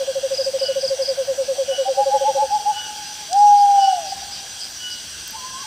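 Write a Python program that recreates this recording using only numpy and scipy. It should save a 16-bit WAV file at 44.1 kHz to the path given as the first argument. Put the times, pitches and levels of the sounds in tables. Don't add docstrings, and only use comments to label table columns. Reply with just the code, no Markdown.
import sys
import numpy as np
from scipy import signal
from scipy.io import wavfile
from scipy.ndimage import uniform_filter1d, map_coordinates

SR = 44100
rng = np.random.default_rng(int(sys.argv[2]) if len(sys.argv) > 2 else 0)


def dump(signal):
    limited = np.clip(np.atleast_2d(signal).T, -1, 1)
    pcm = np.round(limited * 32767).astype(np.int16)
    wavfile.write(sys.argv[1], SR, pcm)


def voltage_ratio(level):
    return 10 ** (np.asarray(level, float) / 20)


N = 249606


def evened(x):
    return x / np.sqrt(np.mean(x ** 2) + 1e-20)


def add(mix, start_s, sound):
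    at = round(start_s * SR)
    part, sound = mix[max(at, 0):], sound[max(-at, 0):]
    part[:len(sound)] += sound[:len(part)]


def slow(rate_hz):
    knots = rng.standard_normal(2000)
    return evened(map_coordinates(knots, [np.arange(N) * rate_hz / SR], order=3))


def band(x, hz, width):
    edges = [hz - width / 2, hz + width / 2]
    return signal.sosfilt(signal.butter(2, edges, "band", fs=SR, output="sos"), x)


def coloured(points, patchy_db):
    frames, hz = N // 256 + 5, np.fft.rfftfreq(1024, 1 / SR)
    real, imaginary, patches = rng.standard_normal((frames, 513, 3)).T
    patches = uniform_filter1d(patches, size=10, axis=0)
    patches = evened(uniform_filter1d(patches, size=12, axis=1))
    f, db = np.transpose(points)
    shape_db = np.interp(np.log(hz + 1), np.log(f), db)[:, None]
    spectrum = (real + 1j * imaginary) * voltage_ratio(shape_db + patchy_db * patches)
    return evened(signal.istft(spectrum, nperseg=1024, noverlap=768)[1][:N])


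def tail(x, t60, gap):
    t = np.arange(3 * SR) / SR
    taps = rng.standard_normal(len(t)) * voltage_ratio(-60 * t / t60) * (t > gap)
    return signal.fftconvolve(x, taps / np.linalg.norm(taps))[:N]


def note(length, peak_at, rise, fall):
    u = np.arange(-.4, 1.6, 1 / (SR * length))
    before = (abs(u - peak_at) / peak_at) ** rise
    after = (abs(u - peak_at) / (1 - peak_at)) ** fall
    return 2 * u - 1, voltage_ratio(-8 * np.where(u < peak_at, before, after))


def tone(hz, second_db):
    phase = 2 * np.pi * (np.cumsum(hz) / SR + rng.random())
    return np.sin(phase) + voltage_ratio(second_db) * np.sin(2 * phase)


def glide(rows, second_db):
    s, hz, db = np.transpose(rows)
    t = np.arange(s[0], s[-1], 1 / SR)
    hz = uniform_filter1d(np.interp(t, s, hz), size=800, mode="nearest")
    edge = np.minimum(1, np.minimum(t - s[0], s[-1] - t) / 0.0054)
    level = np.sqrt(2) * voltage_ratio(np.interp(t, s, db))
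    return s[0], level * edge * tone(hz, second_db)


# time in seconds, gap to the next note
# in seconds.
LOW_TEMPO = [(0, .0763), (.161, .0783), (.819, .0714), (.904, .0868), (1.188, .1022), (1.828, .0984),
             (2.094, .075), (2.159, .0698), (2.45, .0719)]
# time in seconds, peak level in dB, pitch in Hz; notes scatter around both.
LOW_EFFORT = [(0, -16.5, 540), (.5, -14, 540), (1, -14.7, 538.5), (1.8, -14, 539.4), (2.1, -13.3, 543),
              (2.45, -15.5, 546)]
LOW_START_S, LOW_NOTES = .001, 30
LOW_DUTY = .47
HISS_ENDS_S = 2.73


def near_owl():
    out, s = np.zeros(N), LOW_START_S
    at, effort_db, pitch_hz = np.transpose(LOW_EFFORT)
    for uneven_db, uneven_hz in rng.standard_normal((LOW_NOTES, 2)) * (.55, 1.5):
        gap = np.interp(s, *np.transpose(LOW_TEMPO))
        length = LOW_DUTY * gap
        db = np.interp(s, at, effort_db) + uneven_db
        hz = np.interp(s, at, pitch_hz) + uneven_hz
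        v, env = note(length, .41, 3.2, 2.7)
        sagging_hz = hz - 400 * length * v - 8 * v ** 2
        add(out, s - .4 * length, voltage_ratio(db) * env * tone(sagging_hz, -35))
        s += gap
    effort = uniform_filter1d(abs(out), size=6000)
    breath = effort * evened(band(rng.standard_normal(N), 683, 175)) * voltage_ratio(2.0 * slow(24.5))
    hiss = evened(band(rng.standard_normal(N), 580, 280)) * (np.arange(N) < HISS_ENDS_S * SR)
    echo = voltage_ratio(-22) * tail(out, .5, .01)
    return out + echo + voltage_ratio(-20.0) * breath + voltage_ratio(-48.5) * hiss


def species(hz, width, db, rate, depth_db, count=7):
    t = np.arange(N) / SR
    singers = np.zeros(N)
    for own_hz in hz + width * (np.arange(count) + rng.random(count) - count / 2) / count:
        throb = voltage_ratio(depth_db * slow(rate))
        singers += throb * np.sin(2 * np.pi * own_hz * t + 2.52 * slow(rate))
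    blur = band(rng.standard_normal(N), hz, width) * voltage_ratio(1.96 * slow(rate))
    return voltage_ratio(db) * evened(.7 * evened(singers) + evened(blur))


# centre in Hz, width in Hz, level in dB,
# rate of the random throb in Hz, depth of the throb in dB rms.
CHORUS = [(1581, 220, -48.5, 14, 5.5), (2808, 310, -50, 12, 4), (3240, 240, -44.5, 14, 5),
          (4760, 670, -41.5, 28, 5.5), (5863, 620, -38.5, 30, 3.5), (8165, 1100, -46, 35, 8)]
LULL_AT_S, LULL_EVERY_S, LULL_DB, LULL_SHARP, WANDER_DB = 0.46, 1.066, -3.5, 2.4, 1


def chorus():
    lull = np.cos(np.pi * (np.arange(N) / SR - LULL_AT_S) / LULL_EVERY_S) ** 2
    swell = evened(voltage_ratio(LULL_DB * lull ** LULL_SHARP + WANDER_DB * slow(4.625)))
    low, middle, high, *insects = (species(*row) for row in CHORUS)
    return swell ** 0.67 * low + swell * (middle + high) + sum(insects)


def rumble():
    lumps = voltage_ratio(3.5 * slow(6.))
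    return voltage_ratio(-61.5) * evened(band(rng.standard_normal(N), 78, 26) * lumps)


# frequency in Hz, relative level in dB per Hz.
AIR = [(20, -20.5), (50, -10.5), (85, -4.5), (200, -5.5), (450, -9.5), (800, -7.5), (1200, -11),
       (2000, -8.5), (4000, -2), (7000, -6.5), (9300, -10), (10500, -17.5), (15400, -18), (15800, -48.5)]


def open_air():
    return voltage_ratio(-38) * coloured(AIR, 1.82)


# frequency in Hz, relative level in dB per Hz.
WIDE = [(20, -38), (110, -9), (300, -6), (800, -18), (1500, -24), (3800, -28), (4300, 2), (4900, 2),
        (5300, -14), (6200, -8), (6600, 2), (7100, -24), (9500, -21), (15500, -23)]


def side_noise():
    beat = 2 * np.pi * 4.3 * np.arange(N) / SR + slow(0.84)
    return voltage_ratio(-49.5) * voltage_ratio(2.2 * np.sin(beat)) * coloured(WIDE, 4)


def stroke(length, top_hz, drop_hz):
    u = np.arange(0, 1, 1 / (SR * length))
    flutter = voltage_ratio(2.5 * np.sin(2 * np.pi * (2 * u + rng.random())))
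    return np.sin(np.pi * u ** .8) ** .7 * flutter * tone(top_hz - drop_hz * u ** 1.7, -40)


# start in seconds, count of wing strokes, level in dB.
CHIRPS = [(.342, 4, -21.7), (.595, 3, -20.5), (.81, 3, -21), (1.021, 3, -20.7)]
# start in seconds, length in seconds, level in dB.
BUZZES = [(3.575, .05, -29.5), (3.795, .075, -28.5), (4.06, .065, -29.5), (4.305, .09, -30.5),
          (4.595, .07, -27.5), (4.9, .05, -27.5)]
STROKE_GAP_S, FIRST_STROKE_DB = .0335, -2.5
BUZZ_STROKES_HZ = 109


def crickets():
    out = np.zeros(N)
    for s, strokes, db in CHIRPS:
        for k, (late, uneven) in enumerate(rng.standard_normal((strokes, 2))):
            level_db = db + FIRST_STROKE_DB * (k == 0) + 0.93 * uneven
            at = s - .003 + k * STROKE_GAP_S + .001 * late
            add(out, at, voltage_ratio(level_db) * stroke(.021, 5120, 800 + 60 * late))
    for s, length, db in BUZZES:
        for at in np.arange(0, length, 1 / BUZZ_STROKES_HZ):
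            swell = np.sin(np.pi * (at + .008) / (length + .012)) ** .5
            level_db = db + 1.5 * rng.standard_normal()
            add(out, s + at, voltage_ratio(level_db) * swell * stroke(.008, 5150, 1000))
    heard = out + voltage_ratio(-8) * tail(out, .22, .004)
    add(heard, .017, voltage_ratio(-11) * out)
    return heard


# start in seconds, length in seconds at 8 dB down, peak level in dB.
PEEPS = [(.63, .115, -29), (1.7, .12, -27.5), (2.75, .12, -27), (3.8, .125, -27), (4.815, .145, -27.5)]
# start in seconds, length in seconds at 8 dB down, peak level in dB, pitch in Hz.
THIN_PEEP = (3.805, .145, -35, 5495)
PEEP_HZ, PEEP_HALF_DB = 2942, -12.5


def peeps():
    out = np.zeros(N)
    frog = [(s, length, db, PEEP_HZ, PEEP_HALF_DB) for s, length, db in PEEPS]
    thin = tuple(THIN_PEEP) + (-40,)
    for s, length, db, hz, half_db in frog + [thin]:
        v, env = note(length, .36, 1.5, 1.6)
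        whistle = tone(hz / 2 * (1 - .006 * v), -half_db)
        add(out, s - .4 * length, voltage_ratio(db + half_db) * env * whistle)
    return out + voltage_ratio(-13) * tail(out, 1.2, .01)


# start in seconds, peak level in dB, top pitch in Hz.
HIGH_TRILL = [(1.718, -31, 760), (1.856, -18.2, 795), (1.978, -12.8, 828), (2.111, -12, 848),
              (2.244, -12.5, 872), (2.378, -13, 862), (2.512, -12.3, 852), (2.658, -12.3, 850)]
# delay in seconds, level in dB.
ECHOES = [(.084, -15), (.17, -22)]
HIGH_NOTE_S, SOFT_NOTE_S, SOFT_DB = .065, .038, -15
BEND_FROM_HZ, LEAST_BEND_HZ = 812, 25


def second_owl_trill():
    out = np.zeros(N)
    for s, db, hz in HIGH_TRILL:
        length = SOFT_NOTE_S if db < SOFT_DB else HIGH_NOTE_S
        arch_hz = max(LEAST_BEND_HZ, hz - BEND_FROM_HZ)
        v, env = note(length, .42, 3.4, 4.5)
        bend = np.where(v < .3, (abs(v - .3) / 1.1) ** 1.5, (abs(v - .3) / .7) ** 2)
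        add(out, s - .4 * length, voltage_ratio(db) * env * tone(hz - arch_hz * bend, -50))
    heard = out + voltage_ratio(-16) * tail(out, 3.5, .06)
    for delay, db in ECHOES:
        add(heard, delay, voltage_ratio(db) * out)
    return heard


# time in seconds, pitch in Hz, level in dB rms.
HOOT = [(3.285, 609, -48.5), (3.331, 743, -20.5), (3.362, 806, -13.5), (3.429, 830, -8.5), (3.497, 823, -9),
        (3.751, 804, -13), (3.899, 771.5, -15), (3.999, 683, -29), (4.1, 567, -49.5)]
WAVER_S, WAVER_HZ, WAVER_DB, WAVER_FADE_S = 3.775, 19.84, 5, 0.22


def second_owl_hoot():
    hoot = np.zeros(N)
    add(hoot, *glide(HOOT, -53.0))
    since = np.maximum(np.arange(N) / SR - WAVER_S, 0)
    waver = np.exp(-since / WAVER_FADE_S) * np.sin(2 * np.pi * WAVER_HZ * since)
    hoot *= voltage_ratio(WAVER_DB * waver)
    return hoot + voltage_ratio(-16.5 + 2.5 * slow(45)) * tail(hoot, 1.55, .08)


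# start in seconds, peak level in dB, centre in Hz, width in Hz,
# decay by 60 dB in seconds.
TICKS = [(3.3297, -13, 5800, 5200, .018), (5.2775, -21, 13800, 3500, .004),
         (5.3082, -25, 13300, 3500, .004)]


def ticks():
    out, t = np.zeros(N), np.arange(800) / SR
    for s, db, hz, width, t60 in TICKS:
        crackle = rng.standard_normal(len(t)) * voltage_ratio(-60 * t / t60)
        snap = band(band(crackle, hz, width), hz, width)
        add(out, s, voltage_ratio(db) * snap / abs(snap).max())
    return out


# time in seconds, pitch in Hz, level in dB rms.
FAR_OWL = [
    [(5.325, 875, -49), (5.358, 890, -30), (5.372, 895, -47)],
    [(5.36, 1050, -40), (5.41, 1015, -42), (5.45, 1021, -33), (5.51, 1037, -41), (5.522, 1050, -53),
     (5.54, 1023, -33), (5.61, 1104, -40.5), (5.635, 1130, -40)],
    [(5.635, 854, -45), (5.66, 876, -33)],
]


def far_owl():
    out = np.zeros(N)
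    for rows in FAR_OWL:
        add(out, *glide(rows, -28))
    return out + voltage_ratio(-9) * tail(out, .8, .02)


def scene():
    mid = near_owl() + chorus() + rumble() + open_air() + crickets() + peeps()
    mid += second_owl_trill() + second_owl_hoot() + ticks() + far_owl()
    side = side_noise()
    return np.array([mid + side, mid - side])


def top_cut(x):
    return signal.sosfilt(signal.butter(12, 16160, fs=SR, output="sos"), x)


def record(dry):
    return top_cut(dry)


dry = scene()
out = record(dry)
dump(out)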